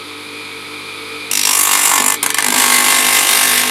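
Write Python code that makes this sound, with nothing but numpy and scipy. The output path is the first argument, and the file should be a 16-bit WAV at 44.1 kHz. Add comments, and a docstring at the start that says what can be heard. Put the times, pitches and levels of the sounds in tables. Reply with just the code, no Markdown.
"""In a workshop an electric disc sander idles, then a board is pressed on its rim in two passes.
The idling machine is a revolving noise with wavering tones; a low drone joins it from the first contact.
The disc wobbles, so light contact comes in one burst per turn; part of the grit pattern returns each turn,
giving a buzzy rasp coloured by the rings of the board. Between the passes the board lifts off and
bounces back against the disc. Sparse echoes of the rasp make the room."""
import sys
import numpy as np
from scipy import signal
from scipy.fft import rfft, irfft
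from scipy.io import wavfile
from scipy.ndimage import uniform_filter1d, map_coordinates

SR = 44100
rng = np.random.default_rng(int(sys.argv[2]) if len(sys.argv) > 2 else 0)


def dump(signal):
    """Clip the signal to [-1, 1] and save it as 16-bit WAV at the path in sys.argv[1]."""
    limited = np.clip(np.atleast_2d(signal).T, -1, 1)
    pcm = np.round(limited * 32767).astype(np.int16)
    wavfile.write(sys.argv[1], SR, pcm)


N = 163170
T = np.arange(N) / SR
IDLE_HZ, LOADED_HZ = 49.95, 49.3  # repeats per second of the idling whirr, turns per second under the board

# The two passes of the board. Each row: start in seconds, end in seconds.
PASS_SPANS = [(1.308, 2.15), (2.398, 3.8)]


def amp(db):
    """Level law: a ratio of amplitudes is 10 to the power of dB / 20."""
    return 10 ** (np.asarray(db) / 20)


def evened(x):
    """Normalisation: scale a signal to rms 1."""
    return x / np.sqrt(np.mean(x ** 2) + 1e-20)


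def read(points, hz):
    """Interpolation of a spectrum along a logarithmic frequency axis."""
    f, value = np.transpose(points)
    return np.interp(np.log(hz + 1), np.log(f + 1), value)


def curve(rows, column=1):
    """Linear interpolation in time of one column of a table."""
    rows = np.array(rows)
    return np.interp(T, rows[:, 0], rows[:, column])


def wander(rate_hz):
    """Low-passed noise: a random fluctuation of rms 1, mostly slower than the given rate."""
    hz = np.fft.rfftfreq(N, 1 / SR)
    low_pass = (hz > 0) / (1 + (hz / rate_hz) ** 4)
    return evened(irfft(rfft(rng.standard_normal(N)) * low_pass, N))


def colour(x, gain_db):
    """Minimum-phase filtering: the Hilbert transform of the log gain gives the phase of a causal filter."""
    hz = abs(np.fft.fftfreq(16384, 1 / SR))
    log_gain = np.log(amp(np.maximum(gain_db(hz), -110)))
    taps = np.fft.ifft(np.exp(np.conj(signal.hilbert(log_gain)))).real[:4096]
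    return signal.oaconvolve(x, taps / np.linalg.norm(taps))[:N]


def revolving(turns, turn_hz, same, drift):
    """Cyclic noise around a disc: part returns every turn, its phase drifting (rad per turn); the rest is new."""
    size, count = 2048, int(turns[-1]) + 2  # points per turn, number of turns
    hz = np.arange(size // 2 + 1) * turn_hz
    share = np.clip(read(same, hz), 0, 1)
    new_real, new_imag, steps = rng.standard_normal((3, count, len(hz)))
    start_phase = 2 * np.pi * rng.random(len(hz))
    kept = np.exp(1j * (np.cumsum(drift * steps, axis=0) + start_phase))
    fresh = new_real + 1j * new_imag
    spectrum = np.sqrt(share) * kept + np.sqrt((1 - share) / 2) * fresh
    spectrum = spectrum * (hz < SR / 2.1)  # stay below the Nyquist limit
    around = irfft(spectrum, axis=1).ravel()
    return evened(map_coordinates(around, [turns * size], order=3))


def workshop(x):
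    """Reverberation: sparse echoes of random sign, each band decaying at its own rate."""
    # Each row: frequency in Hz, time to fall by 60 dB in seconds.
    room_t60 = [(200, 0.17), (12000, 0.089)]
    taps = np.zeros(SR // 2)
    at = np.arange(200, len(taps) - 20, 20)
    taps[at + rng.integers(0, 20, len(at))] = rng.choice([-1., 1.], len(at))
    hz, t, z = signal.stft(taps, SR, nperseg=256)
    decay = amp(-60 * t / read(room_t60, hz)[:, None])
    tail = signal.istft(z * decay, SR, nperseg=256)[1]
    return signal.fftconvolve(x, tail / np.linalg.norm(tail))[:N]


def idling():
    """Rotating-machine noise: a partly periodic whirr plus tones with wavering level and phase."""
    # Spectrum of the whirr. Each row: frequency in Hz, relative level in dB per Hz.
    whirr_colour = [(80, -43), (130, -15.5), (250, -11.5), (450, -5.5), (640, -21), (930, -10.5),
                    (1280, -8.5), (1740, -16), (2410, -4), (2800, -15), (3600, -7), (4900, -14),
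                    (5400, -25), (8200, -25.5), (9600, -18.5), (12500, -28.5), (14500, -52)]
    # Periodicity of the whirr. Each row: frequency in Hz, share of the power returning each cycle.
    whirr_same = [(300, 0.62), (2500, 0.47), (7000, 0.16)]
    # Each row: time in seconds, rms level of the whirr in dB, swell of the whine in dB.
    whirr_level = [(0, -31, -6), (.45, -30.5, 5), (1.25, -29, 4.5)]
    # Mains hum, motor tones and whine. Each row: frequency in Hz, rms level in dB before swell and waver.
    tones = [(99.9, -50.5), (295.2, -41.5), (442.8, -48), (449.7, -43), (1276, -44), (2257, -44),
             (2401, -43), (2503, -47.5)]

    whirr = revolving(IDLE_HZ * T, IDLE_HZ, whirr_same, 0.25)
    whirr = evened(colour(whirr, lambda hz: read(whirr_colour, hz)))
    out = amp(curve(whirr_level)) * whirr
    for hz, db in tones:
        swell = curve(whirr_level, column=2) if 2100 < hz < 2700 else 0  # only the whine swells
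        loose = .15 if hz < 150 else 1  # the mains hum is nearly steady
        waver = loose * 3 * wander(11.5)  # dB
        slip = loose * 0.089 * wander(13.0)  # cycles
        out = out + np.sqrt(2) * amp(db + swell + waver) * np.sin(2 * np.pi * (hz * T + rng.random() + slip))
    return out


def drone():
    """Forced vibration: the bench hums at the fifth harmonic of the turn rate, its phase wavering a little."""
    # Each row: time in seconds, rms level in dB.
    drone_level = [(1.48, -41), (1.93, -56), (2.0, -34), (2.2, -46), (2.42, -50), (2.5, -27), (2.62, -36),
                   (3.36, -40.5), (3.48, -32.5), (3.7, -34)]
    cycles = 5 * LOADED_HZ * T  # the waver below is in radians / 2 pi, that is cycles
    level = amp(curve(drone_level)) * (T > PASS_SPANS[0][0])
    return np.sqrt(2) * level * np.sin(2 * np.pi * (cycles + .05 * wander(8.)))


def bounces():
    """Impact envelopes: linear rise and exponential decay of each bounce, for bass, ring, middle and hiss."""
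    # Each row: start in seconds, hiss level in dB before rise and decay, middle above the hiss in dB,
    # decay time in seconds.
    bounce_rows = [(2.2275, -4, -5.5, 0.0057), (2.238, -18.5, 1.5, 0.0068), (2.261, 0.5, -6.5, 0.0031),
                   (2.29, -19, 5, 0.0045), (2.302, -6, -1, 0.0029), (2.343, -3.5, -0.5, 0.0027),
                   (2.369, -19, 4, 0.0078), (2.383, -6.5, 3, 0.0054)]
    rise_s, ring_db, bass_db = 0.0027, -3.5, -17.5  # ring over the middle, bass over the hiss
    out = np.zeros((4, N))
    for start, db, middle_db, length in bounce_rows:
        since = np.maximum(T - start, 0)
        shape = np.minimum(since / rise_s, 1) * np.exp(-since / max(length, .001))
        band_db = np.array([[bass_db], [middle_db + ring_db], [middle_db], [0]])
        out += amp(db + band_db) * shape
    return out


def patchy(x, depth_db):
    """Time-frequency modulation: the colour drifts in patches about 600 Hz wide and .1 s long."""
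    z = signal.stft(x, nperseg=256, noverlap=128)[2]
    field = rng.standard_normal(z.shape)
    for _ in range(2):
        field = uniform_filter1d(field, size=3, axis=0)
        field = uniform_filter1d(field, size=24, axis=1)
    modulated = z * amp(depth_db * evened(field))
    return evened(signal.istft(modulated, nperseg=256, noverlap=128)[1][:N])


def knocks(turns):
    """Periodic impact: the high spot of the disc strikes once a turn, a little harder or softer each time."""
    struck = np.diff(np.floor(turns), prepend=np.floor(turns[0])) > 0
    return evened(struck * amp(3.5 * wander(20)))  # unevenness of 3.5 dB


def board(hz, band, grip):
    """Modal resonance: the rasp's colour (dB) raised by the board's rings, in one band and one grip."""
    # Spectrum of the rasp. Each row: frequency in Hz, relative level in dB per Hz.
    rasp_colour = [(59, -66.5), (100, -27), (230, -14.5), (634, -16.5), (1000, -8.5), (1340, -15.5),
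                   (2130, -6.5), (4980, -10.5), (9610, 0), (12900, -2.5), (16000, -25)]
    # Edges of bass, ring, middle and hiss, in Hz.
    band_edges = (0, 650, 1500, 5000, SR)
    # Rings common to all grips. Each row: frequency in Hz, width in Hz, height over the rasp in dB.
    low_rings = [(258, 15, 15), (418, 25, 10)]
    # Rings that trade strength. Each row: frequency in Hz, width in Hz, then height in dB in each of four grips.
    board_rings = [(817, 110, -3, -11, 6, 8.5), (1117, 156, 8, 15, 10, 12), (1600, 35, -12, -2, 9, 8.5),
                   (1754, 24, -7, 10.5, 9, 12.5), (2086, 128, 0.5, 8, 8, 1), (2804, 110, 4, 8, -10, 3),
                   (3678, 96, -3, -3, 3.5, 7.5), (5720, 190, 14, -1, -15, 2), (7400, 670, 5.5, 7.5, 4, -4),
                   (9370, 900, -8, -7, 3.5, 1)]

    modes = low_rings + [(row[0], row[1], row[2 + grip]) for row in board_rings]
    rings = sum(amp(db) ** 2 / (1 + (2 * (hz - f) / width) ** 2) for f, width, db in modes)
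    lo, hi = band_edges[band:band + 2]
    edges = (1 + (lo / (hz + 1)) ** 12) * (1 + (hz / hi) ** 12)
    return read(rasp_colour, hz) + 10 * np.log10((1 + rings) / edges)


def contact(turns, pressure):
    """Intermittent contact: pressure plus the disc's wobble, cut off below zero and smoothed in time."""
    let_go_s = 0.0015
    keep = np.exp(-1 / (let_go_s * SR))
    wobble = np.cos(2 * np.pi * (turns + 0.037))
    force = np.maximum(np.maximum(pressure, -.95) + wobble, 0)
    touch = signal.lfilter([1 - keep], [1, -keep], force)
    power = uniform_filter1d(touch ** 2, size=round(2 * SR / LOADED_HZ))  # over two turns
    return touch / np.sqrt(power + 1e-9)


def sanding():
    """Source and filter: grit noise, gated by contact and by bounces, drives the resonant board in four bands."""
    # One table for each pass. Each row: time in seconds, level of the hiss in dB, then above the hiss
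    # in dB: middle, board ring, bass.
    passes = [
        [(1.31, -16, -8.5, -17, -29), (1.42, -19.5, 2, -17, -28), (1.47, -15.5, -2, -11.5, -27),
         (1.6, -12.5, -12.5, -13.5, -27.5), (1.8, -16.5, -3.5, -7, -17), (1.94, -15, -7, -2.5, -25),
         (2.0, -20, -3.5, -5.5, -6), (2.07, -14, -11, -9.5, -16.5), (2.15, -18.5, -5, -6, -20.5)],
        [(2.4, -20.5, -1, -5, -13), (2.5, -17, -1.5, -3, -3.5), (2.58, -16, -1.5, -5, -13),
         (3.5, -16.5, -1, -10.5, -14), (3.69, -19.5, 2.5, -9, -14)],
    ]
    # Hold on the board. Each row: time in seconds, place around the rim in turns, pressure in heights
    # of the wobble (under 1 contact breaks once a turn).
    hold = [(1.3, 0.18, -0.8), (1.42, 0.23, -0.16), (1.53, .41, 1), (1.9, 0.47, 2), (2.02, 0.22, .3),
            (2.14, 0.35, -0.2), (2.4, .39, -0.95), (2.51, 0.48, -0.46), (2.59, 0.7, 2.5), (3.7, 0.66, 2.5)]
    # Repetition of the grit. 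Each row: frequency in Hz, share of the power returning each turn.
    grit_same = [(1500, 0.89), (4000, 0.4), (7000, 0.26)]
    # The hands move along the board, so its rings trade strength: moments of four grips, in seconds.
    grips = (1.44, 1.6, 2.75, 3.4)
    patch_db, grain_db, flicker_db = 1.35, 1.5, 1.0  # rms depths
    knock_ring_db, knock_middle_db = 0.5, -8.5  # knocks over the grit

    turns = LOADED_HZ * T + uniform_filter1d(curve(hold), size=1500)
    touch = contact(turns, curve(hold, column=2))
    drive = bounces()
    for rows, (start, end) in zip(passes, PASS_SPANS):
        pressed = touch * (T > start) * (T < end) * amp(curve(rows))
        band_gains = [amp(curve(rows, column=c)) for c in (4, 3, 2)] + [np.ones(N)]
        drive = drive + pressed * np.array(band_gains)

    even = revolving(turns, LOADED_HZ, grit_same, drift=.3)
    grain = amp(grain_db * wander(470.0) + flicker_db * wander(15.5))
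    rough = evened(patchy(even, patch_db) * grain)
    knock = knocks(turns + 0.12194)
    # knocks ring the board; patches and grain show in the upper bands
    ring = evened(even + amp(knock_ring_db) * knock)
    middle = evened(rough + amp(knock_middle_db) * knock)
    grit = (even, ring, middle, rough)

    held = [np.interp(T, grips, row) for row in np.eye(len(grips))]  # each grip fades into the next
    out = np.zeros(N)
    for band in range(4):
        for grip in range(len(grips)):
            force = grit[band] * drive[band] * held[grip]
            out += colour(force, lambda hz: board(hz, band, grip))
    return out


def scene():
    """Superposition: the rasp and its echoes over the drone and the idling machine."""
    rasp = sanding()
    echoes = amp(-8.5) * workshop(rasp)
    return (rasp + echoes + drone() + idling())[None]


def record(dry):
    """Saturation and band limits: peaks clip, the microphone cuts the bass, a low-pass cuts the top."""
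    clip_level, low_cut_hz, edge_hz = .93, 20, 15900
    high_pass = signal.butter(2, low_cut_hz, "high", fs=SR, output="sos")
    clipped = signal.sosfilt(high_pass, np.clip(dry, -clip_level, clip_level))
    low_pass = signal.firwin(511, edge_hz, window=("kaiser", 9), fs=SR)
    return signal.oaconvolve(clipped, low_pass[None], "same")


dry = scene()
out = record(dry)
dump(out)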